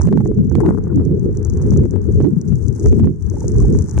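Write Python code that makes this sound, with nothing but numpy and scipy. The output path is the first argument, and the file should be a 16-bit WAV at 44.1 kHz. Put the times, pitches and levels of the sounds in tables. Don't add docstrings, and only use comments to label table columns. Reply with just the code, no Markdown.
import sys
import numpy as np
from scipy import signal
from scipy.fft import rfft, irfft
from scipy.io import wavfile
from scipy.ndimage import uniform_filter1d, minimum_filter1d

SR = 44100
rng = np.random.default_rng(int(sys.argv[2]) if len(sys.argv) > 2 else 0)


def wrap_up_sound(samples):
    columns = np.atleast_2d(samples).T
    tamed = np.clip(columns, -1, 1)
    steps = np.round(tamed * 32767).astype(np.int16)
    wavfile.write(sys.argv[1], SR, steps)


N = 176400
T = np.arange(N) / SR

# time_s, level_db
FIZZ_RIDE = [(0.07, -62), (0.18, -68.5), (0.4, -71), (0.58, -67), (0.68, -66.5), (0.8, -72), (1.12, -71.5),
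             (1.29, -68.5), (1.44, -64), (1.57, -61), (1.64, -55.5), (1.74, -57), (1.83, -66.5),
             (1.97, -69.5), (2.15, -60), (2.33, -68), (2.47, -64), (2.72, -58.5), (2.85, -52),
             (2.99, -64.5), (3.06, -73.5), (3.15, -69), (3.27, -64), (3.43, -54), (3.62, -56), (3.98, -55)]
# start_s, level_db
CRACKLE_CUES = [(.0184, -17.5), (.033, -28), (.0707, -36), (.2515, -36), (.269, -37), (.2758, -34),
                (.345, -44), (.3744, -42), (.447, -41.5), (.4978, -33), (.5237, -37), (.6057, -44),
                (.8395, -38), (.8789, -43), (.9595, -32), (1.035, -47), (1.052, -32), (1.1955, -35),
                (1.2466, -40.5), (1.352, -40), (1.3723, -26), (1.429, -32.5), (1.4494, -20.5), (1.47, -37),
                (1.4995, -23), (1.537, -31), (1.573, -29), (1.624, -29.5), (1.707, -21.5), (1.735, -31.5),
                (1.7735, -24), (1.854, -35.5), (1.909, -27), (2.017, -39), (2.042, -38), (2.124, -36),
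                (2.224, -33.5), (2.414, -25.5), (2.478, -34.5), (2.485, -31), (2.5565, -32.5), (2.665, -35),
                (2.6834, -23.5), (2.728, -35), (2.751, -34), (2.7975, -24.5), (2.86, -22), (2.8845, -26.5),
                (2.896, -30.5), (2.946, -38), (3.056, -37), (3.224, -34), (3.265, -35), (3.2995, -25.5),
                (3.343, -40), (3.397, -34), (3.406, -28), (3.435, -36), (3.4815, -16), (3.519, -27),
                (3.584, -24), (3.603, -25), (3.625, -32), (3.67, -37), (3.726, -30), (3.737, -31.5),
                (3.744, -39), (3.761, -37), (3.7885, -20), (3.822, -26.5), (3.842, -31), (3.851, -39),
                (3.886, -28), (3.895, -25), (3.911, -23.5), (3.9875, -22)]
# time_s, level_db
GURGLE_RIDE = [(0.02, -54), (0.1, -60.5), (0.23, -66), (0.33, -64.5), (0.5, -64.5), (0.57, -63),
               (0.69, -64.5), (0.76, -62), (0.85, -56.5), (0.98, -62.5), (1.1, -62.5), (1.38, -59),
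               (1.66, -55.5), (1.88, -61.5), (2.09, -58), (2.23, -61), (2.38, -62), (2.6, -62),
               (2.92, -58.5), (3.15, -70.5), (3.27, -59.5), (3.48, -58.5), (3.57, -55), (3.87, -57.5),
               (3.98, -54)]
# start_s, level_db, pitch_hz, pan_db
BUBBLE_CUES = [(.204, -19, 796, -20), (.584, -6, 450, 10), (.634, -15, 850, 4), (0.646, -22, 940, -5),
               (.683, -23, 815, 8), (0.9, -35.5, 1390, 3), (3.316, -38.5, 870, 5), (3.339, -24, 554, 1),
               (3.368, -27, 826, 1), (3.418, -27, 865, 0), (3.443, -9.5, 403, 0), (3.472, -23, 400, 2),
               (3.603, -27.5, 1070, 1), (3.647, -25, 780, 0)]
# start_s, length_s, swish_db, spray_db, pan_db
SPLASH_CUES = [(0.0, 0.054, -37.5, -46.5, 2), (0.204, 0.0069, -38, -42.5, -16),
               (0.597, 0.015, -27.5, -46, 23), (0.636, 0.043, -33, -63, -5), (0.659, 0.017, -38, -58, -4),
               (0.674, 0.034, -38, -53, 5), (0.705, 0.045, -39, -60, 21), (0.769, 0.017, -35, -51.5, 21),
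               (0.859, 0.018, -39, -80, 5), (0.901, 0.03, -45, -79, 0), (0.972, 0.066, -45.5, -65, 11),
               (1.434, 0.038, -51, -68, 7), (1.584, 0.034, -44, -62, 6), (2.778, 0.027, -48, -48, 16),
               (2.833, 0.027, -47, -58, 6), (2.967, .025, -41.5, -45, 11), (3.6, 0.035, -44, -47, 5)]
# hit_s, level_db, treble_db, pan_db
KNOCK_CUES = [(0.074, -6, -8, 1), (0.087, -8, -10, -30), (0.127, -0.5, -13, 11), (0.175, -1.5, -12, -21),
              (.207, -9, -18.5, -17.5), (0.258, -8, -30, -16.5), (0.316, -13, -28, -18),
              (.388, -13, -9.5, 34.5), (0.515, -8.5, -30, -20), (0.5535, 4, -6, -27), (0.608, -4, -26, 24),
              (0.6523, -11, -9, 11), (.663, 0, -13, 19), (0.6901, 2, -25, -11), (0.708, 1, -36, 27),
              (0.776, -9.5, -33.5, 26), (0.976, -11.5, -19.5, 16), (.998, -13.5, -26, 15),
              (1.009, -14.5, -27, 6.5), (1.124, -22, -7, 6.5), (1.721, -7, -14, 3.5), (1.737, -11.5, -5, 8),
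              (1.763, -11.5, -14, -5), (1.7933, -10.5, -16, 15), (1.836, -16, -9, 33),
              (1.856, -15.5, -4.5, 31), (1.937, -15.5, -9, 14), (1.961, -7, -11, 35),
              (2.2038, -5.5, -15, -6), (2.213, -13, -6.5, 0), (2.2444, -11, -9.5, -21),
              (2.2526, -9, -14, -15), (2.269, -10.5, -10, -33.5), (2.5247, -9.5, -11.5, 28.5),
              (2.8609, -6, -11.5, 12), (2.868, -16, -12, 4), (2.9273, -9, -9, 22), (2.9963, -8, -11, 21.5),
              (3.002, -13, -5, 9.5), (3.034, -14.5, -12, 9), (3.0444, -9.5, -8, 10.5),
              (3.073, -6.5, -14, -24.5), (3.623, -16, -9, 14), (3.75, -9.5, -15, 29), (3.789, -16, -5, 14),
              (3.979, -4.5, -6, 3)]
# start_s, length_s, first_hz, last_hz, level_db, pan_db
GULP_CUES = [(.035, 0.059, 145.5, 188.5, -5.5, -3.5), (.11, 0.13, 256, 167, -14, -2),
             (.36, 0.08, 191.3, 174, -8, 5), (.62, 0.065, 371.5, 337, -10.5, 13.5),
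             (.93, 0.084, 269, 286, -10.5, -6.5), (1.1, 0.055, 175, 165, -15, -5.5),
             (1.67, 0.19, 88.8, 65.5, -11, 1), (2.13, 0.099, 107.3, 79, -9, 12),
             (2.228, 0.033, 135, 160, -11.5, 5), (2.24, 0.042, 293.7, 315, -4.5, -24),
             (2.265, 0.055, 436, 252, -13, -14), (2.31, 0.044, 224, 188, -10.5, 18),
             (2.362, 0.035, 173, 149, -8, 14), (2.49, 0.098, 146.3, 120, -10, 15.5),
             (2.829, 0.12, 58.3, 81.9, -3.5, -0.5), (2.96, 0.14, 213.8, 212.8, -11.5, 12.5),
             (3.272, 0.025, 189, 200, -16.5, 17), (3.53, 0.19, 50, 53, -9, -3.5)]
# time_s, level_db, pan_db
HOLLOW_RIDE = [(0.0, -29, -7), (0.1, -32.5, 1), (0.12, -18.5, 19), (0.19, -30.5, -1), (0.3, -23, 9.5),
               (0.36, -31, -12.5), (0.39, -19, 6), (0.47, -39.5, 8), (0.52, -24.5, -11), (0.57, -26, 11),
               (0.65, -19.5, -1.5), (0.81, -33, 4.5), (1.15, -22, -5), (1.18, -24.5, 7), (1.21, -33, 9),
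               (1.25, -24, 0), (1.36, -31, -1), (1.5, -31.5, 4.5), (1.73, -22.5, -2.5), (1.86, -22, 5.5),
               (1.9, -43, -2), (1.94, -23, 11), (2.04, -37, -4), (2.09, -19.5, 6.5), (2.14, -29.5, 14),
               (2.26, -17, -20), (2.34, -37, -3), (2.46, -30.5, -11.5), (2.51, -36.5, -3.5),
               (2.72, -30.5, 16.5), (2.74, -36, -1), (2.83, -23.5, 3.5), (3.0, -27.5, 2), (3.07, -23.5, -8),
               (3.19, -47, 1.5), (3.27, -37, 14), (3.31, -35, 4), (3.73, -21.5, -2.5), (3.91, -40.5, 1.5),
               (4.0, -29.5, -4)]
EDDY_RIDE = [(0.0, -51, -3), (0.04, -24, 6), (0.08, -17, -5), (0.22, -14, -13), (0.34, -27.5, 3.5),
             (0.39, -14.5, 10.5), (0.5, -22.5, -2), (0.56, -14, -44), (0.6, -17, 22), (0.7, -17.5, -8.5),
             (0.78, -21.5, 23), (0.82, -25.5, -16), (0.91, -23.5, 10), (0.96, -18.5, 4), (1.1, -21, -16),
             (1.12, -13, -6), (1.17, -27.5, 21), (1.2, -20, 14), (1.36, -29, -4.5), (1.47, -28, 21),
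             (1.56, -24, 7), (1.77, -14.5, 4.5), (1.93, -20.5, 16), (1.96, -16.5, 22), (1.99, -32, 4),
             (2.17, -18.5, 12), (2.21, -18, -10.5), (2.27, -18.5, -11), (2.37, -22, 11.5), (2.44, -27, 7.5),
             (2.53, -14, 19), (2.61, -30.5, 15), (2.7, -17, 18.5), (2.75, -33, 8), (2.99, -14.5, 5.5),
             (3.1, -15, -5.5), (3.135, -32.5, -3.5), (3.2, -34, -9), (3.27, -33.5, 13), (3.35, -31.5, -1),
             (3.68, -17, 2), (3.75, -16.5, 17), (3.92, -34, -14), (3.98, -22.5, 4), (4.0, -23, -6)]
SWELL_RIDE = [(0.0, -9.5, -10), (0.09, -28, -5), (0.19, -22, -18), (0.48, -26, -2), (0.54, -11.5, -21),
              (0.61, -21.5, 1), (0.89, -24.5, 9), (0.98, -15.5, 20.5), (1.07, -22.5, -3.5),
              (1.27, -21.5, 3.5), (1.29, -22.5, 3), (1.38, -21, -11), (1.41, -20, 16), (1.65, -18.5, -7),
              (1.7, -12.5, 13), (1.78, -13, -7), (1.92, -27, 6.5), (1.97, -15, 29), (2.0, -23.5, -1),
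              (2.06, -19.5, 12), (2.19, -15, -2.5), (2.29, -29.5, -5), (2.39, -29.5, 1), (2.45, -35, -22),
              (2.51, -16.5, 16.5), (2.58, -24, -1), (2.64, -16.5, 17.5), (2.8, -29, -1.5), (2.86, -11.5, 4),
              (2.9, -24.5, -3), (2.99, -16.5, 22.5), (3.07, -13.5, -16.5), (3.14, -34.5, 10),
              (3.2, -28, 14.5), (3.25, -17.5, 16), (3.4, -26, 3), (3.64, -11, 2), (3.66, -18, -27),
              (3.8, -13.5, 8.5), (3.89, -32.5, -5), (4.0, -7.5, 9.5)]

# frequency_hz, gain_db
HAZE_EQ = [(2000, -24), (3500, -25.5), (5000, -14.5), (5900, -1), (6600, -1), (7600, -9), (9200, -8.5),
           (10500, -20.5), (16000, -35)]
SNAP_EQ = [(2000, -31), (3800, -27.5), (4800, -11.5), (6500, -3), (8600, -4.5), (9600, -6.5), (10600, -24),
           (16000, -25)]
RING_EQ = [(1500, -63.5), (3500, -37.5), (4400, -15.5), (5000, -11.5), (5800, 3), (6600, 6), (7600, -6),
           (9000, -6.5), (10500, -27), (16000, -29.5)]
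# frequency_hz, gain_db
GURGLE_EQ = [(350, -18.5), (600, -10), (830, 5.5), (1200, -0.5), (1600, -3), (2100, -13), (2800, -31),
             (4000, -33), (8000, -57.5)]
SWISH_EQ = [(300, -22), (600, 4), (880, 7), (1250, 3), (1900, -14.5), (2300, -26), (2900, -44),
            (5000, -41.5), (9000, -61.5)]
KNOCK_EQ = [(40, -12.5), (150, -0.5), (330, 1), (500, -9), (800, -18), (1500, -31), (3000, -32.5),
            (5000, -39), (8500, -38.5), (11000, -50), (16000, -70)]
# frequency_hz, gain_db
HOLLOW_EQ = [(150, -35), (260, -8), (320, 0.5), (370, 0.5), (420, 1), (500, -13.5), (620, -29.5),
             (900, -50.5), (2000, -82)]
EDDY_EQ = [(50, -41), (100, -5.5), (135, 2), (190, 1), (260, -5.5), (320, -19.5), (450, -37.5),
           (800, -84.5)]
SWELL_EQ = [(10, -39), (25, -25.5), (40, -9), (62, -3.5), (85, 3), (120, -2), (160, -18.5), (260, -49),
            (500, -80)]


def amp(db):
    return 10 ** (np.asarray(db) / 20)


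def unit_rms(x):
    return x / np.sqrt(np.mean(x ** 2, -1, keepdims=True) + 1e-20)


def ride(table, column=1):
    rows = np.array(table)
    return np.interp(T, rows[:, 0], rows[:, column])


def eq_gain(eq, size):
    hz, db = np.transpose(eq)
    return amp(np.interp(np.log(np.fft.rfftfreq(size, 1 / SR) + 1), np.log(hz), db))


def pan(pan_db):
    gains = amp(np.array([np.atleast_1d(pan_db), -np.atleast_1d(pan_db)]) / 2)
    return gains / np.sqrt(np.mean(gains ** 2, 0))


def place(mix, start_s, sound):
    part = mix[:, max(round(start_s * SR), 0):][:, :sound.shape[-1]]
    part += sound[..., :part.shape[1]]


def noise(eq):
    return unit_rms(irfft(rfft(rng.standard_normal((2, N))) * eq_gain(eq, N), N))


def lumps(depth_db, rate_hz):
    lowpass = np.exp(-(np.fft.rfftfreq(N, 1 / SR) / rate_hz) ** 2)
    wobble = unit_rms(irfft(rfft(rng.standard_normal((2, N))) * lowpass, N))
    return amp(depth_db * wobble)


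def triggers(per_s, spread_db):
    sizes = amp(spread_db * np.minimum(rng.exponential(1, N), 3))
    return sizes * (rng.random(N) < per_s / SR)


def impulse(eq, size=4096, attack=1, lead_s=0):
    log_gain = np.log(eq_gain(eq, size))
    analytic = signal.hilbert(np.r_[log_gain, log_gain[-2:0:-1]])
    hit = np.fft.ifft(np.exp(analytic.real - 1j * attack * analytic.imag)).real
    return np.roll(hit, round(lead_s * SR)) / abs(hit).max()


def play(impulses, sound):
    return signal.oaconvolve(impulses, sound[None], axes=1)[:, :N]


def fizz(crowding=0.26, pivot_db=-58, bright_share=0.47):
    level_db = ride(FIZZ_RIDE)
    density = amp(crowding * (level_db - pivot_db))
    clicks = triggers(per_s=120 * density, spread_db=2) / np.sqrt(density)
    clicks = clicks * rng.choice([-1, 1], N) * pan(5 * rng.standard_normal(N))
    bright = rng.random(N) < bright_share
    spray = unit_rms(play(clicks * ~bright, impulse(RING_EQ)) + play(clicks * bright, impulse(SNAP_EQ)))
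    haze = unit_rms(noise(HAZE_EQ) * lumps(depth_db=4, rate_hz=90)[0])
    return amp(level_db) * (amp(2.5) * pan(18.5) * spray + amp(1.5) * haze)


def crackles(trim_db=0.5, detune=0.02, lean_db=8, pan_spread_db=3, tail_db=-28, tail_s=0.0035):
    out, t = np.zeros((2, N)), np.arange(1024) / SR
    for start_s, level_db in CRACKLE_CUES:
        pitch, side = rng.standard_normal(2)
        ring = impulse(np.array(RING_EQ) * [np.exp(detune * pitch), 1], size=1024)
        snap = amp(tail_db) * rng.standard_normal((2, len(t))) * np.exp(-t / tail_s)
        snap[:, 0] = 1
        gain = amp(level_db + trim_db) * pan(lean_db + pan_spread_db * side)
        place(out, start_s, gain * play(snap, ring))
    return out


def through_housing(x, lag_s=4.5e-5):
    delay = np.exp(-2j * np.pi * np.fft.rfftfreq(N, 1 / SR) * lag_s)
    return np.array([irfft(rfft(x[0]) * delay, N), x[1]])


def gurgle(trim_db=1, bleed=0.46):
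    churn = noise(GURGLE_EQ) * lumps(depth_db=3, rate_hz=60)
    return unit_rms(churn + bleed * churn[::-1]) * amp(trim_db + ride(GURGLE_RIDE))


def blip(hz, decay_s, rise_s=0.00071, chirp_per_s=2.5):
    t = np.arange(2048) / SR
    envelope = (1 - np.exp(-t / rise_s)) * np.exp(-t / decay_s)
    return envelope / envelope.max() * np.sin(2 * np.pi * hz * t * (1 + chirp_per_s * t))


def burble(trim_db=8, low_hz=690, high_hz=1750, pitches=24, tilt_db_per_octave=-5):
    births = triggers(per_s=320, spread_db=2.5) * pan(8 * rng.standard_normal(N))
    pitch_index = rng.integers(0, pitches, N)
    swarm = np.zeros((2, N))
    for k, hz in enumerate(np.geomspace(low_hz, high_hz, pitches)):
        grain = amp(tilt_db_per_octave * np.log2(hz / low_hz)) * blip(hz, decay_s=0.64 / hz)
        swarm += play(births * (pitch_index == k), grain)
    expansion, pivot_db = 2.2, -51.5
    level_db = pivot_db + expansion * (ride(GURGLE_RIDE) - pivot_db)
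    return unit_rms(swarm) * amp(trim_db + level_db)


def bubbles(trim_db=-6):
    out = np.zeros((2, N))
    for start_s, level_db, pitch_hz, pan_db in BUBBLE_CUES:
        place(out, start_s, amp(level_db + trim_db) * pan(pan_db) * blip(pitch_hz, decay_s=0.0045))
    return out


def splashes(spray_trim_db=-1, rise_s=0.012, release_s=0.0042):
    swish, spray = np.zeros((2, N)), np.zeros((2, N))
    for start_s, length_s, swish_db, spray_db, pan_db in SPLASH_CUES:
        rise = np.clip((T - start_s) / rise_s, 0, 1)
        release = np.exp(-np.maximum(T - start_s - length_s, 0) / release_s)
        envelope = pan(pan_db) * rise * release
        swish += amp(swish_db) * envelope
        spray += amp(spray_db + spray_trim_db) * envelope
    grain = unit_rms(lumps(depth_db=8.5, rate_hz=200))
    return grain * (swish * noise(SWISH_EQ) + spray * noise(SNAP_EQ))


def knocks(trim_db=-4, lead_s=0.012, uneven_db=3):
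    stutter_per_s, stutter_db, stutter_decay_s = 520, -10.5, 0.004
    crunch_db, crunch_rise_s, crunch_decay_s = -35.5, 0.004, 0.011
    thuds, crunch = np.zeros((2, N)), np.zeros((2, N))
    t, hz = np.arange(4096) / SR, np.geomspace(40, 16000, 32)
    eq_hz, eq_db = np.transpose(KNOCK_EQ)
    body_db = np.interp(np.log(hz), np.log(eq_hz), eq_db)
    treble_shelf = np.interp(hz, [1600, 3000], [0, 1])
    envelope = np.exp(np.minimum((t - lead_s) / crunch_rise_s, (lead_s - t) / crunch_decay_s))
    for hit_s, level_db, treble_db, pan_db in KNOCK_CUES:
        gain = amp(level_db + trim_db) * pan(pan_db)
        tone_db = body_db + treble_db * treble_shelf + uneven_db * rng.standard_normal(len(hz))
        thud = impulse(np.c_[hz, tone_db], attack=0.77, lead_s=lead_s)
        stutter = rng.standard_normal(len(t)) * (rng.random(len(t)) < stutter_per_s / SR)
        stutter *= amp(stutter_db) * np.exp(-t / stutter_decay_s)
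        stutter[0] = 1
        place(thuds, hit_s - lead_s, gain * signal.fftconvolve(stutter, thud))
        place(crunch, hit_s - lead_s, gain * amp(crunch_db) * envelope)
    return thuds + crunch * noise(GURGLE_EQ)


def gulps(trim_db=-5.5, waver=0.12):
    out = np.zeros((2, N))
    for start_s, length_s, first_hz, last_hz, level_db, pan_db in GULP_CUES:
        progress = np.linspace(0, 1, round(length_s * SR))
        cycles = np.cumsum(first_hz + (last_hz - first_hz) * progress) / SR
        detune, phase = rng.uniform(-1, 1, (2, 8, 2, 1))
        tone = np.sin(2 * np.pi * cycles * (1 + waver * detune) + np.pi * phase).sum(0)
        gulp = unit_rms(tone * np.sin(np.pi * progress))
        place(out, start_s, amp(level_db + trim_db) * pan(pan_db) * gulp)
    return out


def flow(table, eq, trim_db, bleed, lump_db, lump_hz, steady_s):
    pressure = noise(eq)
    pressure = pressure + bleed * pressure[::-1]
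    width = int(steady_s * SR)
    power = uniform_filter1d(uniform_filter1d(pressure ** 2, width), width)
    steady = pressure / np.sqrt(abs(power) + 1e-9)
    lumpy = unit_rms(steady * lumps(lump_db, lump_hz))
    return lumpy * amp(trim_db + ride(table)) * pan(ride(table, column=2))


def rumble():
    swell = flow(SWELL_RIDE, SWELL_EQ, trim_db=2.5, bleed=0.093, lump_db=1, lump_hz=25, steady_s=0.038)
    eddies = flow(EDDY_RIDE, EDDY_EQ, trim_db=2.5, bleed=0.24, lump_db=3, lump_hz=42, steady_s=0.023)
    drone = flow(HOLLOW_RIDE, HOLLOW_EQ, trim_db=3.5, bleed=0.15, lump_db=3.5, lump_hz=50,
                 steady_s=0.096)
    return swell + eddies + drone


def scene(fade_s=0.00063):
    fade = np.clip(np.minimum(T, T[::-1]) / fade_s, 0, 1)
    water = rumble() + gulps() + gurgle() + burble() + splashes() + knocks() + bubbles()
    return fade * (water + through_housing(crackles() + fizz()))


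def record(dry, ceiling=0.71, smooth_s=0.0021, cutoff_hz=16300):
    width = int(smooth_s * SR)
    needed_gain = np.minimum(1, ceiling / (abs(dry) + 1e-9))
    held_gain = minimum_filter1d(needed_gain, 2 * width)
    limited = dry * uniform_filter1d(uniform_filter1d(held_gain, width), width)
    high_cut = signal.firwin(511, cutoff_hz, window=("kaiser", 9), fs=SR)
    return signal.oaconvolve(limited, high_cut[None], "same")


dry = scene()
out = record(dry)
wrap_up_sound(out)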